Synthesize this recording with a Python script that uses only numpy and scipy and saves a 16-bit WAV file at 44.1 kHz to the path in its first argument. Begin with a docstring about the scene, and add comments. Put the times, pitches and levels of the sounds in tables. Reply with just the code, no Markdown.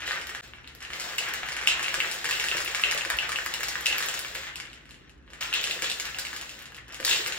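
"""Ice and liquid in a plastic bottle, shaken by hand in a living room, a metre from a phone's microphones.
Over a low ventilation rumble, a first burst of clatter cuts out at 0.41 s and the sound fades back in.
From about 1 s the shaking is steady: cubes knock the bottle wall for a few cycles and crack on each other,
the liquid sloshes and gurgles, and the room's hard walls throw every knock back. The shaking nearly rests
around 5 s, picks up again, eases, and ends in a last hard flurry at 7 s."""
import sys
import numpy as np
from scipy import signal
from scipy.fft import rfft, irfft, next_fast_len
from scipy.io import wavfile
from scipy.ndimage import uniform_filter1d

SR = 44100
rng = np.random.default_rng(int(sys.argv[2]) if len(sys.argv) > 2 else 0)


def digitize_waveform(pressure):
    """Quantize a signal to 16-bit integers and store it at the path in sys.argv[1].

    Rows of a 2-D input are taken as channels; values are limited to [-1, 1].
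    """
    field = np.atleast_2d(pressure).T
    bounded = np.clip(field, -1, 1)
    quanta = np.round(bounded * 32767).astype(np.int16)
    wavfile.write(sys.argv[1], SR, quanta)


N = 325458
TIME = np.arange(N) / SR
FFT_SIZE = next_fast_len(N + SR) // 2 * 2
HZ = np.fft.rfftfreq(FFT_SIZE, 1 / SR)


def gain_of(db):
    """Decibels to an amplitude factor."""
    return 10 ** (np.asarray(db) / 20)


def unit_rms(x):
    """Scales x to rms 1."""
    return x / np.sqrt(np.mean(x ** 2) + 1e-20)


def curve_at(points, hz):
    """Reads a table on a log-frequency axis."""
    f, value = np.transpose(points)
    return np.interp(np.log(hz + 1), np.log(f + 1), value)


def coloured(x, spectrum):
    """Gives x a spectrum, at rms 1."""
    return unit_rms(irfft(rfft(x, FFT_SIZE) * gain_of(curve_at(spectrum, HZ)))[:N])


def clicks(per_s, spread_db):
    """Clicks at random moments, of random sign; a few are large."""
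    size, sign, occurs = rng.random((N, 3)).T
    size_db = spread_db * np.minimum(-np.log(size + 1e-9), 4)
    return gain_of(size_db) * np.sign(sign - .5) * (occurs < per_s / SR)


def wander(step=2600):
    """A random drift at rms 1, with a new target every step samples."""
    targets = rng.standard_normal(N // step + 2)
    return unit_rms(np.interp(np.arange(N), np.arange(0, N + step, step), targets))


# Diffuse room sound at the two microphones: (frequency [Hz], left-right coherence [0-1])
COHERENCE = [(50, 0.87), (250, 0.82), (700, 0.02), (3000, 0.015), (9000, 0.026), (12000, 0.085),
             (14000, 0.34)]
def diffuse_pair(spectra):
    """Two unrelated spectra become a left-right pair, most alike in the bass."""
    left, other = spectra
    alike = np.clip(curve_at(COHERENCE, HZ), 0, 1)
    return np.array([left, alike * left + np.sqrt(1 - alike ** 2) * other])


# Room tone of the living room: (frequency [Hz], relative level [dB])
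RUMBLE_SPECTRUM = [(15, -76.5), (25, -45), (49, 2), (74, 2), (92, -32), (114, -2.5), (217, -11.5),
                   (263, -7), (405, -14), (796, -26), (1940, -22), (2480, -77), (16000, -65)]
def ventilation(level_db=-54.5):
    """Steady low ventilation noise, arriving from all around."""
    noise = diffuse_pair(rfft(rng.standard_normal((2, N)), FFT_SIZE))
    rumble = irfft(noise * gain_of(curve_at(RUMBLE_SPECTRUM, HZ)))[:, :N]
    return gain_of(level_db) * unit_rms(rumble)


def low_bump(at_s=3.155, level_db=-39, hz=58, width_s=.022):
    """One soft bump, a few cycles of bass."""
    t = TIME - at_s
    return gain_of(level_db) * np.exp(-(t / width_s) ** 2) * np.sin(2 * np.pi * hz * t)


# Early reflections off the table and the walls: (delay [s], level [dB])
ECHOES = [(.0055, -7), (.0085, -11), (.021, -15)]
# Reverberation of the living room: (frequency [Hz], time to fall 60 dB [s])
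ROOM_DECAY = [(300, 0.44), (1500, 0.51), (4000, 0.32), (9000, 0.21), (15000, 0.073)]
def room(x, places, tail_db=-5.5):
    """Direct sound, echoes and a sparse tail; each place of the moving bottle has its own reflections."""
    paths = 2 * places
    taps = np.zeros((paths, SR))
    at = np.arange(400, SR - 20, 20) + rng.integers(0, 20, (paths, (SR - 401) // 20))
    np.put_along_axis(taps, at, rng.choice([-1., 1.], at.shape), 1)
    hz, t, spectra = signal.stft(taps, SR, nperseg=256)
    decay = gain_of(-60 * t / curve_at(ROOM_DECAY, hz)[:, None])
    response = signal.istft(spectra * decay, SR, nperseg=256)[1]
    response *= gain_of(tail_db) / np.linalg.norm(response[0])
    for s, db in ECHOES:
        response[np.arange(paths), round(s * SR) + rng.integers(-30, 30, paths)] += gain_of(db)
    place = (np.arange(N) // 1000) % places  # the places take turns of 23 ms
    wet = sum(rfft(x * (place == k), FFT_SIZE) * rfft(response[2 * k:2 * k + 2], FFT_SIZE)
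              for k in range(places))
    dulled = diffuse_pair(wet) / np.sqrt(1 + (HZ / 20000) ** 2)
    return x + irfft(dulled)[:, :N]


# The hand's shaking, first burst and the rest: (time [s], effort [dB], splash relative to effort [dB])
SHAKING = [
    [(0.0, -30.5, -17.5), (0.1, -37.5, -12), (0.41, -44.5, -16)],
    [(0.41, -46, -3), (0.62, -56, -24), (0.86, -45, -16), (1.05, -37.5, -3.5), (1.6, -38.5, -13),
     (1.8, -35, -9.5), (2.43, -35.5, -3), (3.21, -37.5, -9.5), (4.08, -36, -3.5), (4.45, -44.5, -2.5),
     (4.65, -53, -15), (4.95, -59, -14), (5.24, -64.5, -26), (5.33, -48, -22), (5.4, -51, -14),
     (5.415, -43, 4), (5.57, -37.5, -22), (5.73, -38, -4.5), (6.25, -42.5, -3), (6.6, -47.5, -5),
     (6.86, -52.5, -24), (6.93, -40.5, -23), (7.03, -53, 4), (7.09, -38.5, 7.5), (7.38, -35, -11.5)],
]
def shaking():
    """How hard the bottle is shaken and how brightly it splashes, in dB for every sample."""
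    times, *columns = np.transpose(SHAKING[0] + SHAKING[1])
    return [np.interp(TIME, times, column) for column in columns]


def surge(blows, settle_s=.031, share=.31):
    """The contents surge after each blow and settle in the gaps: a swing of the effort in dB."""
    pole = np.exp(-1 / (settle_s * SR))
    power = signal.lfilter([1 - pole], [1, -pole], blows ** 2)
    power_db = np.maximum(10 * np.log10(power + 1e-9), -70)
    return share * (power_db - uniform_filter1d(power_db, SR // 2))


# The liquid, heard through the bottle wall: (frequency [Hz], relative level [dB])
SLOSH_SPECTRUM = [(350, -58), (600, -11.5), (1110, -4), (1800, 5.5), (2310, 0.5), (2780, 1), (3330, -2),
                  (5660, -19.5), (6000, -1), (7800, -65), (13200, -120)]
def slosh(effort_db):
    """A fizz whose resonances shift as the liquid runs along the bottle."""
    fizz = np.zeros(N)
    for shift in (.93, 1, 1.06):
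        spectrum = np.multiply(SLOSH_SPECTRUM, [shift, 1])
        fizz += coloured(clicks(per_s=1200, spread_db=4.63), spectrum) * gain_of(3.8 * wander())
    return gain_of(effort_db - 2) * unit_rms(fizz)


# Droplets inside the bottle: (frequency [Hz], relative level [dB])
SPLASH_SPECTRUM = [(2000, -22.5), (3500, 0.5), (5500, -2), (7600, 0), (9000, -7), (10500, -19),
                   (13500, -13), (15600, -13)]
def splash(level_db):
    """Thousands of droplets a second merge into a bright hiss."""
    return gain_of(level_db) * coloured(clicks(per_s=4000, spread_db=5), SPLASH_SPECTRUM)


def bubble(hz):
    """A pocket of air rings for a few cycles, gliding upward."""
    t = np.arange(1200) / SR
    return np.sin(2 * np.pi * hz * t * (1 + 10 * t)) * np.exp(-t * hz / 4.9) * (1 - np.exp(-t / .0001))


def gurgle(effort_db):
    """Small bubbles of twelve sizes ring at random moments."""
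    bubbles = sum(signal.oaconvolve(clicks(per_s=40, spread_db=3), bubble(hz))[:N]
                  for hz in np.geomspace(350, 900, 12))
    return gain_of(effort_db - 16) * unit_rms(bubbles)


# Glugs that stand out at a metre: (time [s], level [dB], pitch [Hz])
GLUGS = [(0.111, -52, 474), (1.064, -39.5, 620), (1.431, -37, 693), (1.978, -37, 475), (2.55, -33.5, 523),
         (2.948, -31.5, 523), (3.062, -35.5, 466), (3.102, -37.5, 677), (3.593, -39.5, 410),
         (4.354, -43, 485), (5.696, -37, 546), (5.763, -39, 438), (5.827, -35.5, 457), (7.0, -34.5, 482),
         (7.048, -37, 490), (7.193, -36.5, 371), (7.267, -44, 390)]
def glugs():
    """Single pockets of trapped air ring with a ragged level."""
    out = np.zeros(N + 1200)
    for s, db, hz in GLUGS:
        ragged = 1 + 2.5 * uniform_filter1d(rng.standard_normal(1200), size=40)
        out[round(s * SR):][:1200] += gain_of(db) * bubble(hz) * ragged
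    return out[:N]


# Bursts of splashing liquid: (start [s], length [s], level [dB])
RUSHES = [(0.058, 0.094, -37.5), (1.702, 0.053, -30), (5.534, 0.12, -32.5), (5.626, 0.19, -39),
          (5.833, 0.074, -31.5), (7.062, 0.19, -29.5)]
# Their grains: (frequency [Hz], relative level [dB])
RUSH_SPECTRUM = [(1200, -25), (2300, -9), (2900, -4), (3800, -2.5), (4800, -12.5), (7500, -9), (9500, -32)]
def splash_bursts():
    """The liquid splashes in bursts: dense grains that swell fast and die away."""
    swell = np.zeros(N)
    for start, length, db in RUSHES:
        progress = np.clip((TIME - start) / length, 0, 1)
        swell += gain_of(db) * np.sin(np.pi * progress ** .4)
    return swell * coloured(clicks(per_s=4000, spread_db=2.3), RUSH_SPECTRUM)


# Dry cracks from inside the bottle: (time [s], level [dB])
CRACKS = [(0.0588, -33), (0.072, -19.5), (0.079, -26), (0.2706, -18), (0.298, -21), (0.3486, -27),
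          (0.4775, -36), (0.5355, -45), (0.6115, -49), (0.675, -38), (0.7505, -27), (0.9597, -27),
          (1.1368, -29), (1.16, -23), (1.182, -15), (1.288, -19), (1.338, -17), (1.4626, -28), (1.566, -29),
          (1.67, -19), (1.828, -22), (1.9385, -18.5), (2.002, -17), (2.0865, -30), (2.142, -14),
          (2.2428, -36), (2.2715, -26), (2.3107, -11), (2.3875, -28), (2.563, -27), (2.648, -11.5),
          (2.747, -32), (2.819, -18), (2.9125, -19), (2.9228, -25), (2.9473, -12), (2.978, -27),
          (3.101, -17), (3.17, -16.5), (3.291, -22), (3.32, -27), (3.4481, -22), (3.4606, -16),
          (3.539, -9.5), (3.6043, -18), (3.634, -11), (3.687, -18), (3.809, -19), (3.8574, -15),
          (3.9822, -10), (4.061, -13), (4.09, -15), (4.1921, -10), (4.349, -16.5), (4.559, -25),
          (4.907, -43), (5.095, -52), (5.408, -20.5), (5.54, -11.5), (5.6135, -15), (5.6342, -15),
          (5.698, -16), (5.8186, -20), (5.999, -16), (6.054, -18), (6.1873, -20), (6.1984, -12),
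          (6.363, -21), (6.4165, -27), (6.5915, -27), (6.6065, -33), (6.623, -24), (6.721, -37),
          (6.7675, -30), (6.882, -37), (6.924, -31), (6.944, -22), (7.009, -23), (7.0511, -5), (7.275, -14)]
def ice_cracks():
    """Ice hits ice: a wide snap of noise with a brief fizz after it."""
    out = np.zeros(N + 1500)
    t = np.arange(1500) / SR
    envelope = np.exp(-t / .00028) + gain_of(-28) * np.exp(-t / .032)
    for s, db in CRACKS:
        snap = rng.standard_normal(1500) * envelope
        out[round(s * SR):][:1500] += gain_of(db) * snap / abs(snap).max()
    return signal.sosfilt(signal.butter(1, [2000, 12500], "band", fs=SR, output="sos"), out)[:N]


# Modes of the plastic wall: (frequency [Hz], relative level [dB], time to fall 60 dB [s])
WALL_MODES = [(1299, 9, 0.033), (1780, 28.5, 0.0047), (2250, 26.5, 0.0064), (2700, 27.5, 0.0084),
              (3728, 22, 0.011), (4015, 26.5, 0.0088)]
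def knock(blow_db, patch_hz, spray_db, chance, hard_db=-16, rebound_db=-14):
    """One blow: wall modes near the struck patch's pitch ring most, the cube rebounds, spray hisses."""
    lasting = min(gain_of(.2 * (blow_db - hard_db)), 1)  # soft taps die sooner
    t = np.arange(400) / SR
    ring = np.zeros(len(t))
    for (hz, db, t60), detune in zip(WALL_MODES, chance):
        off_pitch_db = -28 * lasting * abs(np.log2(hz / patch_hz))
        envelope = gain_of(db + off_pitch_db - 60 * t / t60 / lasting)
        ring += envelope * np.sin(2 * np.pi * hz * (1 + .04 * (detune - .5)) * t)
    ring *= 1 - np.exp(-(t / .00055) ** 2)  # the contact builds up
    rebound_s = .004 + .046 * chance[8:20] ** 1.5
    rebound_size = gain_of(rebound_db - 200 * rebound_s) * 2 * (chance[20:32] - .5)
    contacts = np.zeros(2600)
    contacts[0] = 1
    contacts[(rebound_s * SR).astype(int)] = rebound_size
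    blow = np.convolve(ring / abs(ring).max(), contacts)
    spray_band = signal.butter(2, [3900, 8600], "band", fs=SR, output="sos")
    spray = unit_rms(signal.sosfilt(spray_band, rng.standard_normal(len(blow))))
    spurts = gain_of(-5) * np.convolve(np.exp(-t / .001), abs(contacts))
    trail = gain_of(-19) * np.exp(-np.arange(len(blow)) / SR / .022)
    return blow + gain_of(spray_db) * spray * (spurts + trail)


def clatter(effort_db, cubes=12):
    """Small cubes tick everywhere on the wall, as hard as the shaking."""
    out = np.zeros(N)
    for chance in rng.random((cubes, 33)):
        hits = clicks(per_s=14, spread_db=4)
        tick = knock(blow_db=-30, patch_hz=1400 * 4.5 ** chance[32], spray_db=0, chance=chance)
        out += signal.oaconvolve(hits, tick)[:N]
    return gain_of(effort_db - 13) * unit_rms(out)


# Foreground knocks at a metre: (time [s], level [dB], patch pitch [Hz], spray relative to knock [dB])
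KNOCKS = [(0.077, -37, 2490, 9), (0.0993, -28, 1920, -9), (0.1095, -14.5, 1660, -26),
          (0.2138, -27, 2150, -1), (0.293, -23, 1870, -5), (0.2975, -34, 2200, -16),
          (0.349, -20, 1860, -6.5), (0.4326, -49, 2190, 6), (0.476, -41, 2090, -6),
          (0.5353, -28, 2000, -31), (0.644, -34, 2060, -23), (0.6752, -29.5, 3200, -8),
          (0.805, -40, 1890, 5), (0.8262, -41, 1760, 12), (0.85, -29, 2700, -12), (0.904, -22.5, 1890, -10),
          (0.9334, -20.5, 2260, -8), (0.9984, -24, 2220, 5.5), (1.1834, -15, 2490, -1.5),
          (1.188, -20, 2600, -15), (1.338, -19, 1940, -3.5), (1.432, -18.5, 1950, -25),
          (1.458, -23, 1900, -13), (1.4875, -20, 1960, -5), (1.521, -23, 1760, -0.5),
          (1.5663, -20.5, 2080, -3.5), (1.613, -18.5, 1870, -8), (1.6361, -22, 1610, -4),
          (1.6733, -4.5, 2520, -4), (1.686, -9, 2670, -21), (1.7945, -18, 1700, -7),
          (1.828, -20.5, 2100, 3), (1.843, -16, 2700, -31.5), (1.861, -20, 2700, -14),
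          (1.882, -14.5, 2300, -9), (1.942, -12.5, 1920, -3), (2.003, -8.5, 2380, -16),
          (2.0459, -18, 1770, -30), (2.1137, -21.5, 2130, 6.5), (2.244, -17, 1830, -1.5),
          (2.255, -17.5, 2120, -6), (2.29, -17.5, 1780, -1.5), (2.309, -17, 1740, -6),
          (2.311, -15, 2750, -7), (2.327, -14.5, 2750, -22), (2.351, -23, 2860, -9),
          (2.398, -16.5, 2400, 0.5), (2.4405, -15.5, 1720, -2), (2.4851, -16.5, 2710, -3),
          (2.514, -12.5, 2700, -22), (2.518, -25, 2700, -20), (2.5695, -17.5, 1900, 0.5),
          (2.581, -18, 2250, -10), (2.6036, -18, 1580, -1), (2.66, -19.5, 2720, -24),
          (2.677, -17, 2210, -4), (2.7479, -12.5, 2060, -4), (2.7967, -20, 1550, -4),
          (2.816, -24, 2250, -1), (2.8369, -6, 2550, -17), (2.912, -16, 2250, 1.5),
          (2.924, -15.5, 1750, -28), (2.9764, -19.5, 3070, 3.5), (2.9853, -19, 1720, -10),
          (3.0096, -17.5, 2770, -21), (3.05, -17.5, 1840, -6), (3.1016, -14, 1660, -2),
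          (3.1192, -20, 1700, -8), (3.1871, -11.5, 2680, -12), (3.292, -20, 1430, 0),
          (3.319, -18, 1960, -2.5), (3.328, -18.5, 1630, -16), (3.359, -14.5, 2680, -10),
          (3.3873, -16, 1760, -11), (3.462, -16.5, 1540, -3), (3.5396, -20, 2450, 0.5),
          (3.607, -20, 1780, -4), (3.632, -18.5, 1960, 0), (3.684, -23.5, 1900, 7.5),
          (3.7551, -14.5, 1720, -31), (3.859, -12.5, 2590, -1.5), (3.8666, -12, 2700, -1),
          (3.9, -15, 2720, -28), (3.927, -14.5, 2820, -10), (3.9826, -17, 1970, -3), (4.0052, -20, 1750, 0),
          (4.0253, -17.5, 1630, 0.5), (4.0859, -21.5, 2500, 3), (4.141, -20, 1920, 1),
          (4.1756, -22.5, 3000, -5), (4.2482, -20.5, 2000, -29), (4.3518, -19.5, 2050, -6),
          (4.377, -36, 1780, -5), (4.539, -34, 1890, -22), (4.5572, -23, 2570, 0),
          (4.6003, -23.5, 2120, -2), (4.653, -32, 2200, -5), (4.6995, -38, 3700, -7),
          (4.731, -32.5, 2370, -2.5), (4.748, -46, 1660, -15), (4.81, -45, 2520, -12),
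          (4.855, -40, 2320, -6), (4.892, -38, 1720, -3), (4.908, -35.5, 2880, -1),
          (4.9435, -36.5, 2250, -6), (5.01, -48, 1960, -22), (5.0778, -53, 2500, -20),
          (5.095, -39.5, 2800, -3.5), (5.2776, -39, 1800, -37), (5.3028, -37, 1860, -5),
          (5.334, -29, 1860, -6.5), (5.4102, -21.5, 2040, -1.5), (5.4252, -21, 2450, -11),
          (5.5275, -17, 2750, -10), (5.538, -10.5, 2900, -15), (5.6405, -16, 3030, 0),
          (5.673, -19, 1840, -4), (5.71, -14, 3140, -7), (5.8214, -16, 2060, 1), (5.8437, -17, 1880, -22),
          (5.899, -16.5, 3350, -2), (5.915, -18, 3130, -2), (5.9986, -19.5, 2240, 2),
          (6.054, -23.5, 2250, 0), (6.1458, -23, 2600, -19), (6.1863, -23, 1950, 6.5),
          (6.2504, -20.5, 2170, -4), (6.268, -23.5, 2580, -12), (6.33, -22, 1640, -7),
          (6.364, -26.5, 2060, 2.5), (6.4126, -28, 2930, 3), (6.4935, -27, 2740, -1),
          (6.609, -32, 2040, -18), (6.6565, -34, 2110, 1), (6.721, -33, 1840, -31),
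          (6.746, -32.5, 2700, -0.5), (6.7667, -38, 2600, -3), (6.881, -39, 1860, 1),
          (6.9234, -32.5, 2740, 0.5), (6.945, -26, 2300, -0.5), (7.001, -22.5, 1790, -5),
          (7.0278, -24.5, 2030, -10), (7.049, -21, 1740, 12), (7.078, -17.5, 1780, -7),
          (7.091, -17, 2540, -13), (7.112, -8.5, 3070, -16), (7.1298, -14, 2930, -2.5),
          (7.262, -17.5, 2070, -1), (7.278, -21, 2210, -5), (7.323, -19, 2850, -3)]
def cube_knocks():
    """Cubes thrown against the bottle wall, one clear blow at a time."""
    out = np.zeros(N + 3000)
    for (s, db, hz, spray_db), chance in zip(KNOCKS, rng.random((len(KNOCKS), 32))):
        blow = knock(db, hz, spray_db, chance)
        out[round(s * SR):][:len(blow)] += gain_of(db) * blow
    return signal.sosfilt(signal.butter(2, 700, "high", fs=SR, output="sos"), out)[:N]


def scene(cut_s=.411, fade_in_s=.022):
    """The bottle in the room; at cut_s everything stops, echoes too, and fades back in."""
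    effort_db, splash_db = shaking()
    blows = cube_knocks()
    effort_db = effort_db + surge(blows)
    ice = blows + ice_cracks() + clatter(effort_db)
    liquid = slosh(effort_db) + splash(effort_db + splash_db) + gurgle(effort_db) + glugs()
    bottle = ice + liquid + splash_bursts()
    before = np.clip((cut_s - TIME) * SR / 60, 0, 1)  # closes in 60 samples
    after = np.clip((TIME - cut_s) / fade_in_s, 0, 1) ** 2
    first_burst = before * room(bottle, places=1)
    long_shake = after * room(bottle * (before == 0), places=4)
    return first_burst + long_shake + np.maximum(before, after) * ventilation() + low_bump()


# Notches of the phone's microphone housing: (frequency [Hz], width [Hz], gain [dB])
HOUSING_NOTCHES = [(6150, 300, -7), (8300, 400, -6)]
# Balance of the two microphone ports: (frequency [Hz], left minus right [dB])
PORT_BALANCE = [(60, -2), (110, 2), (1290, 1), (4400, 1.5), (8120, 1.5), (15000, -.5)]
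# Delay between the ports: (frequency [Hz], phase lead of the left [rad])
PORT_LEAD = [(0, 0), (1000, .3), (3000, 1.5), (5000, 1.9), (9000, 2.6), (11600, 2.2), (12600, .6),
             (13900, 0)]
def record(dry, band_limit_hz=15850):
    """The phone a metre away: two ports with their delay, balance and notches, then a band limit."""
    housing_db = sum(db * np.exp(-((HZ - hz) / width) ** 2) for hz, width, db in HOUSING_NOTCHES)
    side = np.array([[.5], [-.5]])  # left, right
    port_gain = gain_of(housing_db + side * curve_at(PORT_BALANCE, HZ))
    port_phase = np.exp(1j * side * curve_at(PORT_LEAD, HZ))
    heard = irfft(rfft(dry, FFT_SIZE) * port_gain * port_phase)[:, :N]
    heard = np.tanh(heard)  # the input saturates softly on the hardest blows
    lowpass = signal.firwin(511, band_limit_hz, window=("kaiser", 9), fs=SR)
    return signal.oaconvolve(heard, lowpass[None], "same")


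dry = scene()
out = record(dry)
digitize_waveform(out)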